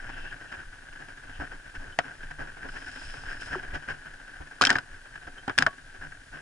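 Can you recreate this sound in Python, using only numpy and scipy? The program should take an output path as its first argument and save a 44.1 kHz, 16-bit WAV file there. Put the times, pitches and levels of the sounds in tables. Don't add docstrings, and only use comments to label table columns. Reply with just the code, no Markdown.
import sys
import numpy as np
from scipy import signal
from scipy.fft import rfft, irfft, next_fast_len
from scipy.io import wavfile

SR = 44100
rng = np.random.default_rng(int(sys.argv[2]) if len(sys.argv) > 2 else 0)


def unload_audio(sound):
    columns = np.transpose(np.atleast_2d(sound))
    steps = np.round(np.clip(columns, -1, 1) * 32767)
    wavfile.write(sys.argv[1], SR, steps.astype(np.int16))


N = 282681
TIME = np.arange(N) / SR

# t/s, level/dB
ROUGHNESS = [(0.0, -41.5), (0.85, -52), (1.41, -47), (1.8, -51), (3.0, -44), (3.6, -44), (4.05, -48.5),
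             (5.5, -51.5), (6.41, -53.5)]
# f/Hz, level/dB
BUZZ_EQ = [(120, -11), (450, -12.5), (900, -7.5), (1250, -7), (1600, 2), (2200, -8), (2900, -8.5),
           (3800, -23.5), (6000, -26.5), (11000, -37)]
# f/Hz, level/dB
RUMBLE_EQ = [(40, -2), (120, -3), (450, 1), (900, 1), (1250, -6.5), (1600, -7.5), (3000, -22.5),
             (11000, -43)]

def tyres():
    ground = level(ROUGHNESS)
    rolling = ground * amp(2.1 * waver(rate_hz=50))
    bumping = ground * bumps()
    ticks = stone_ticks()
    jolt_buzz, jolt_rumble = jolts()
    buzz = np.linalg.norm([jolt_buzz, ticks, bumping, amp(-2) * rolling], axis=0)
    rumble = np.linalg.norm(
        [amp(-1) * jolt_rumble, amp(-12) * ticks, amp(-8) * bumping, amp(-11) * rolling], axis=0)
    crunch = ports(buzz * grit(per_s=1500, spread_db=2, smooth=0.81), BUZZ_EQ, CASE_MODES)
    body = ports(rumble * grit(per_s=990, spread_db=0, smooth=0.86), RUMBLE_EQ, CASE_MODES)
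    return crunch + body


def bumps(per_s=12, mean_db=4.5, spread_db=3, length_s=0.018):
    place, size, stretch = rng.random((200, 3)).T
    times = (np.arange(len(place)) + place) / per_s
    levels = mean_db + spread_db * (2 * size - 1)
    return bursts(zip(times, levels, length_s * (0.5 + stretch)), rise=0.15)


# t/s, level/dB
STONES = [(0.885, -42.5), (0.926, -39.5), (1.17, -40), (1.691, -45), (2.23, -36.5), (2.309, -36.5),
          (2.686, -35), (5.155, -36), (5.175, -44), (6.118, -40)]

def stone_ticks(length_s=0.0086):
    return bursts([(s, db, length_s) for s, db in STONES], rise=0.13)


# t/s, buzz level/dB, rumble level/dB, length/s
TRAIL_JOLTS = [(0.09, -34, -39.5, 0.01), (0.512, -34, -42.5, 0.025), (0.984, -40.5, -47, 0.038),
               (1.392, -35, -34.5, 0.026), (1.505, -39, -43.5, 0.024), (1.747, -34.5, -62, 0.013),
               (1.786, -43, -44.5, 0.058), (2.023, -40.5, -46, 0.066), (2.382, -36.5, -37.5, 0.038),
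               (2.636, -42, -38.5, 0.028), (2.755, -32.5, -49, 0.018), (3.249, -36.5, -55, 0.06),
               (3.507, -30, -37, 0.034), (3.733, -28, -34, 0.023), (3.879, -30, -39, 0.027),
               (4.402, -43.5, -36.5, .018), (5.266, -38, -38.5, 0.014), (6.006, -39.5, -43, 0.037),
               (6.313, -39.5, -49.5, 0.055)]

def jolts():
    buzz = [(s, db, length) for s, db, _, length in TRAIL_JOLTS]
    rumble = [(s, db, length) for s, _, db, length in TRAIL_JOLTS]
    return [amp(2.5) * bursts(rows, rise=0.53, fall=1.44) for rows in (buzz, rumble)]


def thumps(hz=62, decay_s=0.018, push_db=-27, hard_db=-33, growth=2.26):
    out, t = np.zeros(N), TIME[:SR // 6]
    for s, _, db, _ in TRAIL_JOLTS:
        push = amp(push_db + growth * (db - hard_db))
        add(out, s, -push * np.sin(2 * np.pi * hz * t) * np.exp(-t / decay_s))
    return out


# t/s, ring level/dB, ring f/Hz, crack level/dB, thud level/dB
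MOUNT_HITS = [(1.9884, -15, 1900, -23.5, -24), (1.9892, -13, 708, -31.5, -21.5),
              (4.6123, -5.5, 1210, -16, -19.5), (4.6195, -20, 4780, -13.5, -34),
              (4.625, -11, 1422, -20, -34), (4.6377, -10, 1570, -20.5, -28),
              (4.6508, -16.5, 5520, -11, -33), (4.662, -18, 1580, -23, -32), (4.67, -10, 3180, -16.5, -27),
              (4.6721, -15, 1460, -26, -24), (4.6935, -13, 1640, -27, -40), (4.6978, -12.5, 1780, -31, -34),
              (4.7027, -6.5, 1806, -13.5, -20), (4.712, -13, 1520, -39, -22.5),
              (4.728, -37, 1600, -29, -31), (4.755, -14, 1740, -35, -20), (4.764, -25, 1560, -33, -38),
              (4.785, -17, 1515, -30, -30), (5.4793, -28.5, 780, -36, -25), (5.495, -39, 1620, -38, -24),
              (5.579, -13, 1680, -18.5, -22.5), (5.586, -5, 1635, -10.5, -28),
              (5.6236, -5, 1640, -21.5, -23), (5.6648, -7.5, 1525, -24.5, -22),
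              (5.6671, -11, 1724, -49, -26.5)]
# t/s, level/dB, length/s
MOUNT_SLIPS = [(3.743, -41, 0.015), (3.893, -43.5, .022), (4.613, -26, 0.019), (4.693, -34, 0.043),
               (5.598, -32.5, 0.02)]
# f/Hz, level/dB
CRACK_EQ = [(200, -56), (1600, -6.5), (2500, 6.5), (4500, 0.5), (7000, -6), (11000, -19)]
# f/Hz, level/dB
THUD_EQ = [(40, -12), (140, 4), (200, -2), (270, -0.5), (500, -1), (800, 5), (1600, -0.5), (3000, -8.5),
           (11000, -73)]

def clatter(ring_s=0.0031, crack_s=0.0026, tail_s=0.013, thud_s=0.01, lag_s=0.000045, side_db=1.6):
    ring, crack_power, thud_power = np.zeros((3, N))
    t = TIME[:SR // 5]
    contact = 1 - np.exp(-t / 0.0002)
    crack_shape = contact * (np.exp(-t / crack_s) + amp(-24) * np.exp(-t / tail_s))
    for s, db, hz, crack_db, thud_db in MOUNT_HITS:
        decay_s = ring_s * np.exp(-0.0447 * (db + 13))
        add(ring, s, -amp(db) * contact * np.sin(2 * np.pi * hz * t) * np.exp(-t / decay_s))
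        add(crack_power, s, (amp(crack_db) * crack_shape) ** 2)
        add(thud_power, s, (amp(thud_db) * contact * np.exp(-t / thud_s)) ** 2)
    late_ring = np.interp(TIME - lag_s, TIME, ring)
    walls = amp(1.24) * np.array([ring * amp(side_db), late_ring / amp(side_db)])
    scrape = bursts(MOUNT_SLIPS)
    bright = np.hypot(amp(0.5) * np.sqrt(crack_power), amp(-7) * scrape) * noise()
    dull = np.hypot(np.sqrt(thud_power), amp(3.5) * scrape) * noise()
    return walls + ports(bright, CRACK_EQ, CASE_MODES) + ports(dull, THUD_EQ, CASE_MODES[1:])


# t/s, level/dB, f/Hz, 60 dB decay time/s
PART_RINGS = [(1.925, -45.5, 3040, 0.073), (5.382, -43, 3110, 0.084), (5.48, -29.5, 266, 0.067),
              (5.594, -27, 258, 0.074), (5.615, -32, 150, 0.21), (5.667, -33.5, 1120, 0.18),
              (5.672, -25.5, 640, 0.048)]

def pings():
    out, t = np.zeros(N), TIME[:SR // 3]
    for s, db, hz, t60 in PART_RINGS:
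        add(out, s, amp(db) * np.sin(2 * np.pi * hz * t) * np.exp(-np.log(1000) * t / t60))
    return out


# t/s, f/Hz, level/dB
SQUEAK_GLIDE = [(3.544, 1520, -34), (3.551, 1210, -30), (3.557, 740, -32), (3.559, 360, -32.5),
                (3.568, 373, -30.5), (3.595, 370, -55)]

def squeak():
    out = np.zeros(N)
    s, hz, db = np.transpose(SQUEAK_GLIDE)
    t = np.arange(s[0], s[-1], 1 / SR)
    phase = 2 * np.pi * np.cumsum(np.interp(t, s, hz)) / SR
    add(out, s[0], amp(np.interp(t, s, db)) * np.sin(phase))
    return out


# t/s, length/s, level/dB
LEAF_STROKES = [(2.66, 0.68, -54.5), (2.86, .26, -52.5), (3.37, 0.093, -49)]
# f/Hz, level/dB
LEAF_EQ = [(200, -35), (1600, -16), (2600, 7), (3800, -2), (4700, -1), (5300, 0), (6200, -5.5), (9500, -7),
           (11000, -16)]

def leaves():
    slide = strokes(LEAF_STROKES, attack_s=0.047, release_s=0.075)
    grains = grit(per_s=9000, spread_db=4.5, smooth=0.95)
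    flutter = amp(1.4 * waver(rate_hz=30))
    return ports(slide * grains * flutter, LEAF_EQ, CASE_MODES)


# t/s, length/s, level/dB
GRASS_STROKES = [(0.1, 0.21, -52), (0.46, 0.044, -57), (1.32, .04, -52.5)]
# f/Hz, level/dB
GRASS_EQ = [(200, -47), (1600, -16), (2200, -20.5), (2650, 13.5), (3200, 1), (3800, -9), (11000, -36)]

def grass():
    swish = strokes(GRASS_STROKES, attack_s=0.03, release_s=0.022)
    return ports(swish * noise(), GRASS_EQ, CASE_MODES)


# t/s, level/dB
WIND_FADER = [(0.0, -42), (0.82, -52.5), (1.36, -48), (3.75, -44.5), (4.25, -53.5), (6.41, -51)]
# f/Hz, level/dB
WIND_EQ = [(5, -12.5), (22, 6.5), (50, -14.5), (100, -11.5), (200, -36.5), (1000, -63)]

def wind(width=0.026):
    gusts = level(WIND_FADER) * amp(-0.3 + 4.9 * waver(rate_hz=24))
    left, right = ports(gusts * noise(), WIND_EQ)
    return np.array([left, left + width * (right - left)])


# f/Hz, level/dB
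HISS_EQ = [(100, 3), (3000, 5), (11000, -3)]

def hiss():
    return ports(amp(-57.5) * noise(), HISS_EQ)


# f/Hz, width/Hz, boost/dB
CASE_MODES = [(148, 18, 14), (271.4, 52, 9.5), (372.4, 19, 6.5), (723, 23, 6), (1110, 135, 4),
              (1529.6, 207, 10), (1677, 57, 5.5), (1786, 140, 3.5), (3130, 122, 5.5), (4940, 160, 8),
              (5330, 240, 10.5), (7170, 92, 5.5)]
# f/Hz, likeness/0-1, left lead/rad, left over right/dB
PORT_IMAGE = [(39.2, 1, -2, -2), (159, 1, 1.27, 0.5), (378, 0.41, -1.5, -2.5), (753, 0.17, -0.06, 2),
              (1105, 0.62, -3, 0), (1195, 0.16, -3.5, -2), (1347, 0.89, 0.5, 1.5), (1890, 1, .5, 3.5),
              (2300, 0, 2.5, 3.5), (3330, 0.5, 1.5, 0), (4050, 0.54, 2, -2.5), (4970, 0.5, 0.99, 0.5),
              (11100, 0.98, 1, 0)]

def ports(drive, eq, modes=()):
    size = 2 * next_fast_len(N // 2 + 4096)
    hz = np.fft.rfftfreq(size, 1 / SR)
    boost_db = sum(db / (1 + (2 * (hz - f) / width) ** 2) for f, width, db in modes)
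    gain = evened(amp(read(eq, hz) + boost_db))
    cepstrum = irfft(np.log(gain + 1e-6))
    phase = 2 * rfft(cepstrum[:size // 2], size).imag
    left, other = rfft(drive, size) * gain * np.exp(1j * phase)
    likeness = np.clip(read(PORT_IMAGE, hz), 0, 1)
    lead = read(PORT_IMAGE, hz, column=2)
    pan = amp(read(PORT_IMAGE, hz, column=3) / 2)
    right = (likeness * left + np.sqrt(1 - likeness ** 2) * other) * np.exp(-1j * lead)
    return irfft(np.array([left * pan, right / pan]))[:, :N]


def bursts(rows, rise=0.18, fall=1.494):
    shake = np.zeros(N)
    for s, db, length in rows:
        age = TIME[:SR // 3] / length
        add(shake, s, amp(db) * (1 - np.exp(-age / rise)) * np.exp(-(age / fall) ** 2))
    return shake


def strokes(rows, attack_s, release_s):
    power = np.zeros(N)
    for s, length, db in rows:
        attack = np.clip((TIME - s) / attack_s, 0, 1)
        release = np.exp(-np.maximum(TIME - s - length, 0) / release_s)
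        power += (amp(db) * attack * release) ** 2
    return np.sqrt(power)


def grit(per_s, spread_db, smooth):
    sizes = amp(spread_db * np.minimum(rng.exponential(1, N), 4))
    hits = rng.random(N) < per_s / SR
    return evened(evened(sizes * hits * noise()) + smooth * noise())


def waver(rate_hz):
    hz = np.fft.rfftfreq(N, 1 / SR)
    return evened(irfft(rfft(rng.standard_normal(N)) / (1 + (hz / rate_hz) ** 4), N))


def noise():
    return rng.standard_normal((2, N))


def amp(db):
    return 10 ** (np.asarray(db) / 20)


def evened(x):
    return x / np.sqrt(np.mean(x ** 2) + 1e-20)


def read(points, hz, column=1):
    table = np.transpose(points)
    return np.interp(np.log(hz + 1), np.log(table[0] + 1), table[column])


def level(points):
    return amp(np.interp(TIME, *np.transpose(points)))


def add(mix, s, sound):
    part = mix[max(round(s * SR), 0):][:len(sound)]
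    part += sound[:len(part)]


def scene():
    return tyres() + thumps() + clatter() + pings() + squeak() + leaves() + grass() + wind() + hiss()


def record(dry):
    lowpass = signal.firwin(255, 11200, window=("kaiser", 8), fs=SR)
    return signal.oaconvolve(dry, lowpass[None], "same")


dry = scene()
out = record(dry)
unload_audio(out)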